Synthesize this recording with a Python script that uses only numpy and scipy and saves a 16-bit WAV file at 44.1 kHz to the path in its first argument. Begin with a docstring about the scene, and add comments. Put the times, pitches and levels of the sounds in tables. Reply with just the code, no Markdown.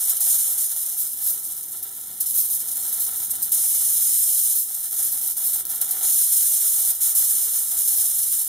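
"""Electric arc on a workbench

A mains-fed arc between two carbon rods hisses when it runs hard, with more crackle when it calms.
Both are swarms of tiny random clicks; flares, spits and snaps of melting steel add brighter ones.
Soft puffs of hot gas and a flame murmur lie under it, with an unsteady hum, a drone and room noise.
The bench and workshop throw the arc's sound back to the two ports of a microphone."""
import sys
import numpy as np
from scipy import signal
from scipy.fft import rfft, irfft, next_fast_len
from scipy.io import wavfile
from scipy.ndimage import uniform_filter1d, map_coordinates

SR = 44100
rng = np.random.default_rng(int(sys.argv[2]) if len(sys.argv) > 2 else 0)


def file_out(sig):
    """Save sig as 16-bit WAV at sys.argv[1]."""
    # one column per channel
    cols = np.atleast_2d(sig).T
    # limit, then scale
    lim = np.clip(cols, -1, 1)
    pcm = np.round(lim * 32767).astype(np.int16)
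    wavfile.write(sys.argv[1], SR, pcm)


N = 373968

PULSE_HZ = 120  # twice the mains rate
# rise and fall of the hum, which the flame's murmur shares:
# (time [s], level before each sound's own gain [dB])
HUM_LEVEL = [(0, -70), (0.7, -68.5), (1.3, -66), (1.5, -63.5), (2.3, -63.5), (3.42, -62), (3.58, -71),
             (3.9, -65.5), (4.25, -72), (5.1, -66), (5.98, -64), (6.2, -72), (7.1, -72), (8.48, -67.5)]


def amp(db):
    """Turn decibels into a gain."""
    return 10 ** (np.asarray(db) / 20)


def unit(x):
    """Scale a sound to an rms of 1."""
    return x / np.sqrt(np.mean(x ** 2) + 1e-20)


def along(points, hz):
    """Read (frequency [Hz], value) points on a log frequency axis."""
    f, v = np.transpose(points)
    return np.interp(np.log(hz + 1), np.log(f + 1), v)


def curve(rows):
    """Join (time [s], value) rows by straight lines, one value per sample."""
    return np.interp(np.arange(N) / SR, *np.transpose(rows))


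def wobble(rate, size=128):
    """Wander smoothly through random values, `rate` of them a second."""
    at = np.arange(0, N + size, size)
    knots = rng.standard_normal(int(N * rate / SR) + 8)
    coarse = map_coordinates(knots, [at * rate / SR])
    return np.interp(np.arange(N), at, coarse)


def filtered(x, response):
    """Filter a sound by a response given as a function of frequency."""
    size = next_fast_len(N + SR // 2)
    hz = np.fft.rfftfreq(size, 1 / SR)
    return irfft(rfft(x, size) * response(hz), size)[..., :N]


def ping(spectrum, size=1024):
    """Make a click of energy 1 that has the given spectrum and nothing before its start."""
    hz = np.fft.rfftfreq(size, 1 / SR)
    cepstrum = irfft(np.log(amp(along(spectrum, hz))))
    # folding the second half onto the first packs the energy towards the start
    cepstrum[1:size // 2] *= 2
    cepstrum[size // 2 + 1:] = 0
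    click = irfft(np.exp(rfft(cepstrum)))
    return click / np.linalg.norm(click)


def coloured(x, spectrum, size=1024):
    """Give a sound the colour of a spectrum by turning each sample into a ping."""
    return signal.oaconvolve(x, ping(spectrum, size=size))[:N]


def sparks(per_second, spread_db):
    """Scatter random clicks of uneven size and either sign, with a mean power of 1."""
    share = np.clip(per_second / SR, 1e-5, 1)  # chance of a click at each sample
    size_db = spread_db * np.clip(rng.standard_normal(N), -2, 2)
    size = amp(size_db) * rng.choice([-1, 1], N)
    return unit((rng.random(N) < share) * size / np.sqrt(share))


def arc(level_db):
    """Tiny discharges come in ragged clumps in a weak arc and merge to an even hiss in a strong one."""
    # colour of the merged discharges: (frequency [Hz], relative level [dB])
    hiss_colour = [(300, -52), (1500, -31.5), (2400, -30.5), (3300, -21), (4200, -17), (5000, -14.5),
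                   (5600, -11.3), (6800, -7), (7950, -7), (8350, -3), (9000, 1), (10500, 1.7),
                   (12000, -0.5), (13700, 0.9), (15100, -3.5), (15800, -22)]
    # thinner, brighter colour of single discharges: (frequency [Hz], relative level [dB])
    crackle_colour = [(300, -35), (2400, -38), (4200, -16.5), (7500, -9.5), (9000, -1.5), (13500, 4),
                      (15800, -6.5)]
    hard = np.clip((level_db + 26) / 5, 0, 1)  # 0 = weak arc, 1 = strong arc
    restless_db = (1.3 - 0.81 * hard) * wobble(60)
    clumps_db = 2.0 * (1 - 0.4 * hard) * wobble(190, size=32)
    flicker_db = restless_db + clumps_db
    # the current peaks twice in each mains cycle
    throb = 1 + .07 * np.sin(2 * np.pi * PULSE_HZ * np.arange(N) / SR)
    hiss_gain = amp(level_db + flicker_db - 1.6 + 1.9 * hard) * throb
    hiss = hiss_gain * sparks(4500 + 30000 * hard, spread_db=3.5)
    # crackle makes up a larger share of the sound as the arc weakens
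    crackle = amp(level_db + flicker_db - 3.6 - 5.4 * hard) * sparks(750, spread_db=6.5)
    return coloured(hiss, hiss_colour) + coloured(crackle + flares() + spits(), crackle_colour)


def strength():
    """The arc's level in dB is a simmer with bouts of hiss on top, broken where it falters."""
    # weaker arc under the bouts of hiss: (time [s], level [dB])
    simmer = [(0, -24), (0.9, -27), (1.5, -31), (1.9, -35.5), (2.19, -33.5), (2.23, -26.5), (2.9, -27),
              (3.5, -29.5), (4.7, -26.5), (5.5, -26), (5.8, -27), (6.02, -25.5), (6.95, -29.5), (7.5, -23),
              (8.48, -26.5)]
    power = amp(curve(simmer)) ** 2 + bouts()
    return 10 * np.log10(power) - falters()


def bouts():
    """The power of each bout of hiss rises fast, drifts and sputters while it holds, then dies away."""
    # bouts: (start [s], length [s], starting level [dB], sag [dB/s; negative = growth],
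    # sputter [dB per unit of the random curve; negative = upside down])
    bout_rows = [(0.0, 0.11, -29.5, -45, 2), (0.197, 0.33, -18.5, 27, 1.7), (0.568, 0.094, -22.5, 20, 0.5),
                 (3.516, 1.014, -21, 0, 0.05), (4.958, 0.13, -26.5, -14, 1.6),
                 (6.021, 0.893, -20, 1.1, -0.4), (7, 0.11, -20.5, 0, 1.5), (7.146, 0.32, -17, 31, 0),
                 (7.524, 0.069, -22.5, 23, -0.5), (7.759, 0.66, -22, 5, 2.5)]
    attack_s, release_s = 0.012, 0.013
    t, power, sputter = np.arange(N) / SR, np.zeros(N), wobble(60)
    for start, length, db, sag, sputter_db in bout_rows:
        rise = np.clip((t - start) / attack_s, 0, 1)
        fall = np.exp(-np.clip(t - start - length, 0, 1) / release_s)
        held_db = db - sag * np.clip(t - start, 0, length) + sputter_db * sputter
        power += (rise * fall * amp(held_db)) ** 2
    return power


def falters():
    """The arc weakens for a moment along bell-shaped dips, returned as a depth in dB."""
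    # dips: (centre [s], depth [dB; negative = a brief swell], half width [s])
    falter_rows = [(0.193, 6, 0.0095), (1.15, 4, 0.025), (2.25, 3, 0.014), (2.65, 5.5, 0.015),
                   (3.11, -1, 0.014), (3.38, 3, 0.02), (4.71, 2, 0.027), (4.895, 5.5, .018),
                   (5.349, 11, 0.015), (5.64, 21, 0.019), (5.672, 15, 0.012), (5.797, 8, 0.012),
                   (6.938, 2.5, 0.012), (7.135, 5, 0.0092), (8.132, 5.5, .012)]
    t = np.arange(N) / SR
    return sum(depth * np.exp(-((t - s) / width) ** 2) for s, depth, width in falter_rows)


def flares():
    """A flare is a swarm of thin discharges whose power swells and fades as a bell in time."""
    # flares: (peak time [s], level [dB], half width [s])
    flare_rows = [(0.1, -18, 0.0085), (0.63, -29, 0.017), (1.0, -22, 0.017), (1.28, -20, 0.04),
                  (2.39, -19.5, 0.035), (2.452, -20, .007), (2.537, -21, 0.022), (2.925, -21.5, 0.012),
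                  (3.02, -21, 0.023), (3.175, -22.5, 0.0081), (3.24, -26, 0.015), (4.584, -19, 0.032),
                  (5.125, -17.5, 0.01), (5.225, -29, 0.0072), (5.272, -21, 0.0076), (5.462, -22.5, 0.032),
                  (5.583, -32, 0.0043), (5.70, -23.5, 0.012), (5.753, -24.5, 0.0059), (7.97, -16, 0.006)]
    t = np.arange(N) / SR
    power = sum(amp(db) ** 2 * np.exp(-((t - s) / width) ** 2) for s, db, width in flare_rows)
    return np.sqrt(power) * amp(1.9 * wobble(90)) * sparks(6000, spread_db=5.0)


def spits():
    """Melting steel spits in dense bursts of discharges that die quickly; a snap is a single big one."""
    # spits: (start [s], level before colouring [dB], length [s])
    spit_rows = [(0.204, -16.5, 0.0099), (1.826, -24.5, .013), (2.203, -16, 0.011), (2.26, -19, 0.012),
                 (3.3046, -16.5, 0.014), (3.4235, -16.5, 0.015), (3.517, -15, 0.015), (5.369, -22, 0.011),
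                 (5.652, -16.5, 0.0029), (5.813, -12, 0.0067), (5.909, -13.5, 0.0051),
                 (7.15, -15.5, 0.0054)]
    # sharp snaps: (time [s], level before the shared lift below [dB])
    snap_rows = [(1.8374, -16), (2.213, -8), (2.2966, -13), (2.7717, -9), (3.3112, -10), (3.3549, -12),
                 (3.4208, -9), (3.4562, -13), (3.4945, -13), (3.5214, -5), (3.5457, -10), (5.369, -10),
                 (5.4746, -10), (5.539, -11), (5.654, -13), (5.6693, -11), (5.9144, -6)]
    bursts, snaps, t = np.zeros(N + SR), np.zeros(N), np.arange(SR // 8) / SR
    for s, db, length in spit_rows:
        rise = 1 - np.exp(-t / 0.00056)
        fall = np.exp(-(t / max(length, .002)) ** 3)
        bursts[round(s * SR):][:len(t)] += amp(db) * rise * fall
    for s, db in snap_rows:
        snaps[round(s * SR)] = amp(db + 9.5)  # strength at the arc, before it spreads
    return bursts[:N] * sparks(15000, spread_db=-1.0) + snaps


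def scatter(t60, onset, size=16384):
    """Many small reflections blur into a dying stereo noise, alike in the bass, of energy 1 a side."""
    # how much of the scattered sound the ports share: (frequency [Hz], likeness [0 to 1])
    likeness = [(2000, 1), (4300, 0.85), (5500, 0.31), (14000, .02)]
    t, hz = np.arange(size) / SR, np.fft.rfftfreq(size, 1 / SR)
    turn = np.arccos(np.clip(along(likeness, hz), 0, 1)) / 2
    noise = rfft(rng.standard_normal((2, size)))
    mid, side = irfft(noise * [np.cos(turn), np.sin(turn)])
    # the noise falls 60 dB in t60 seconds and is silent up to the onset
    cloud = np.array([mid + side, mid - side]) * amp(-60 * t / t60) * (t > onset)
    return cloud / np.linalg.norm(cloud, axis=1, keepdims=True)


def workshop(x, echo_db, scatter_db, room_db, size=16384):
    """Direct sound meets close echoes that comb the hiss, scatter from the bench and a short room tail."""
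    # bench and nearby things at each port:
    # (delay [ms], strength before the echo gain [ratio; negative = inverted])
    left_echoes = [(1.283, -0.05), (1.506, 0.07), (2.255, 0.08), (2.375, 0.11), (2.451, -0.05),
                   (2.717, -0.04), (2.957, -0.07), (3.52, 0.05), (3.804, 0.12), (4.409, 0.04),
                   (4.908, 0.12), (5.154, 0.11), (5.41, 0.12), (5.574, 0.11), (5.849, 0.06), (6.527, -0.1),
                   (6.848, -0.07), (9.965, 0.06)]
    right_echoes = [(1.313, 0.08), (1.428, 0.1), (1.584, -0.1), (1.795, 0.07), (2.247, 0.09), (2.371, 0.13),
                    (2.459, -0.06), (3.09, 0.08), (3.414, -0.08), (3.718, -0.06), (3.808, 0.08),
                    (5.022, -0.09), (5.146, 0.16), (5.599, 0.09), (6.528, -0.14), (6.728, -0.08),
                    (7.168, -0.06), (8.483, -0.06)]
    hz = np.fft.rfftfreq(size, 1 / SR)

    def bounce(rows):
        """Each echo is a delayed copy, so it turns the phase in step with frequency."""
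        return sum(g * np.exp(-2j * np.pi * hz * ms / 1000) for ms, g in rows)

    echoes = np.array([bounce(left_echoes), bounce(right_echoes)])
    answer = irfft(1 + amp(echo_db) * echoes)
    answer = answer + amp(scatter_db) * scatter(t60=0.065, onset=0.0054)
    answer = answer + amp(room_db) * scatter(t60=0.25, onset=0.012)
    answer = answer / np.linalg.norm(answer, axis=1, keepdims=True)
    return signal.oaconvolve(x[None], answer, axes=1)[:, :N]


def gas(level_db):
    """Hot gas flutters in soft puffs that partly follow the arc, over a flame murmur that follows the hum."""
    # flutter over the melt: (time [s], level before the gain below [dB])
    flutter_level = [(0.0, -49.5), (0.65, -52.5), (1.2, -58.5), (1.28, -50.5), (1.39, -58), (2.1, -57),
                     (2.62, -55.5), (2.93, -50), (3.9, -54.5), (4.27, -57.5), (4.54, -54.5), (4.6, -60.5),
                     (5.01, -51.5), (5.3, -53), (5.35, -59.5), (5.38, -51), (5.69, -51), (6.02, -45),
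                     (6.19, -55), (6.78, -51.5), (6.99, -54.5), (7.01, -50.5), (7.8, -52), (8.48, -56)]
    # puffs as coloured by the brick and bench: (frequency [Hz], relative level [dB])
    puff_colour = [(25, -24), (75, -7), (200, -10), (410, 2), (565, -3.5), (680, -1), (760, 11),
                   (860, -0.5), (970, 3), (1150, -5), (1350, 8), (1530, -1), (1750, 2), (2400, -5),
                   (3700, 6), (6000, -7.5)]
    # murmur of the flame: (frequency [Hz], relative level [dB])
    murmur_colour = [(40, -35), (78, 0), (125, -8), (200, -6.5), (265, -3.5), (320, -10.5), (600, -48)]
    puffs = coloured(amp(1.8 * wobble(40)) * sparks(3000, spread_db=2.5), puff_colour)
    # quick changes of the arc against its average over 0.25 s
    surge_db = level_db - uniform_filter1d(level_db, int(0.25 * SR))
    flutter = amp(curve(flutter_level) + 4.5 + 0.25 * surge_db) * unit(puffs)
    murmur = coloured(rng.standard_normal(N), murmur_colour, size=4096)
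    # the murmur swells with the hum, but more widely
    calm_db = curve(HUM_LEVEL) - curve(HUM_LEVEL).mean()
    return flutter + amp(-68.5 + 1.13 * calm_db) * unit(murmur)


def tones(lines, waver, flutter_db=2.5):
    """Add up sine tones, each wandering slightly in phase (waver, in radians) and level."""
    t, total = np.arange(N) / SR, np.zeros(N)
    for hz, db in lines:
        level = np.sqrt(2) * amp(db + flutter_db * wobble(6))
        total += level * np.sin(2 * np.pi * hz * t + waver * wobble(7.4))
    return total


def hum():
    """Unsteady tones hum and throb over a low drone in the workshop."""
    # steady hum tones, then the drone's: (frequency [Hz], relative level [dB])
    hum_tones = [(177, -1.5), (240, -3), (360, -0.5), (480, -4.5), (960, -3.5)]
    drone_tones = [(54, 6.5), (146.5, -14), (211, -3)]
    # throb at twice the mains rate, then the drone: (time [s], level before the gain below [dB])
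    throb_level = [(0.0, -68), (0.68, -85), (1.16, -71), (4.08, -66.5), (4.23, -79), (5.2, -62),
                   (5.34, -76), (5.72, -64), (6.42, -74), (6.61, -88), (6.75, -67), (7.68, -74),
                   (8.12, -63), (8.48, -73)]
    drone_level = [(0.0, -77), (2.38, -75), (3.28, -62), (4.18, -70), (5.24, -64), (5.29, -68), (6.75, -79),
                   (7.13, -64.5), (7.2, -75), (7.79, -66), (7.96, -80), (8.48, -63)]
    humming = amp(curve(HUM_LEVEL) - 3.5) * tones(hum_tones, waver=0.47, flutter_db=1.5)
    throb = amp(curve(throb_level) - 1.5) * tones([(PULSE_HZ, 0)], waver=0.72, flutter_db=1.4)
    drone = amp(curve(drone_level) - 5.5) * tones(drone_tones, waver=.5, flutter_db=2.5)
    return humming + throb + drone


def air():
    """Faint room noise is filtered random noise, different at each port."""
    # colour of the room noise: (frequency [Hz], relative level [dB])
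    air_colour = [(25, -17), (70, -6), (400, -4), (1000, -8), (2000, -22), (8000, -17)]
    noise = rng.standard_normal((2, N))
    return amp(-75.0) * np.array([coloured(side, air_colour, size=4096) for side in noise])


def scene():
    """The arc is slightly louder on the right; gas and hum reach both ports alike."""
    # lead of the left port over the right: (frequency [Hz], phase [radians])
    port_phase = [(5000, 0), (9000, 0), (12000, 0.93), (13800, 1), (15500, .4)]
    level_db = strength()
    wet = workshop(arc(level_db), echo_db=3.0, scatter_db=-3.0, room_db=-8.5)
    # the two ports part in phase in the treble, half the lead each way
    halves = .5j * np.array([[1], [-1]])
    wet = filtered(wet, lambda hz: np.exp(halves * along(port_phase, hz)))
    return wet * amp([[.3], [1.1]]) + gas(level_db) + hum() + air()


def record(dry):
    """The microphone weakens a few narrow bands and keeps nothing above its band limit."""
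    # weakened bands: (centre [Hz], width [Hz], depth [dB])
    notches = [(2620, 260, 29), (4645, 235, 32), (7950, 220, 7)]
    top_hz = 15850

    def response(f):
        """Bell-shaped dips, then a 200 Hz slope down to silence at the limit."""
        dips_db = sum(depth * np.exp(-(2 * (f - c) / w) ** 2) for c, w, depth in notches)
        return amp(-dips_db) * np.clip((top_hz - f) / 200, 0, 1)

    return filtered(dry, response)


dry = scene()
out = record(dry)
file_out(out)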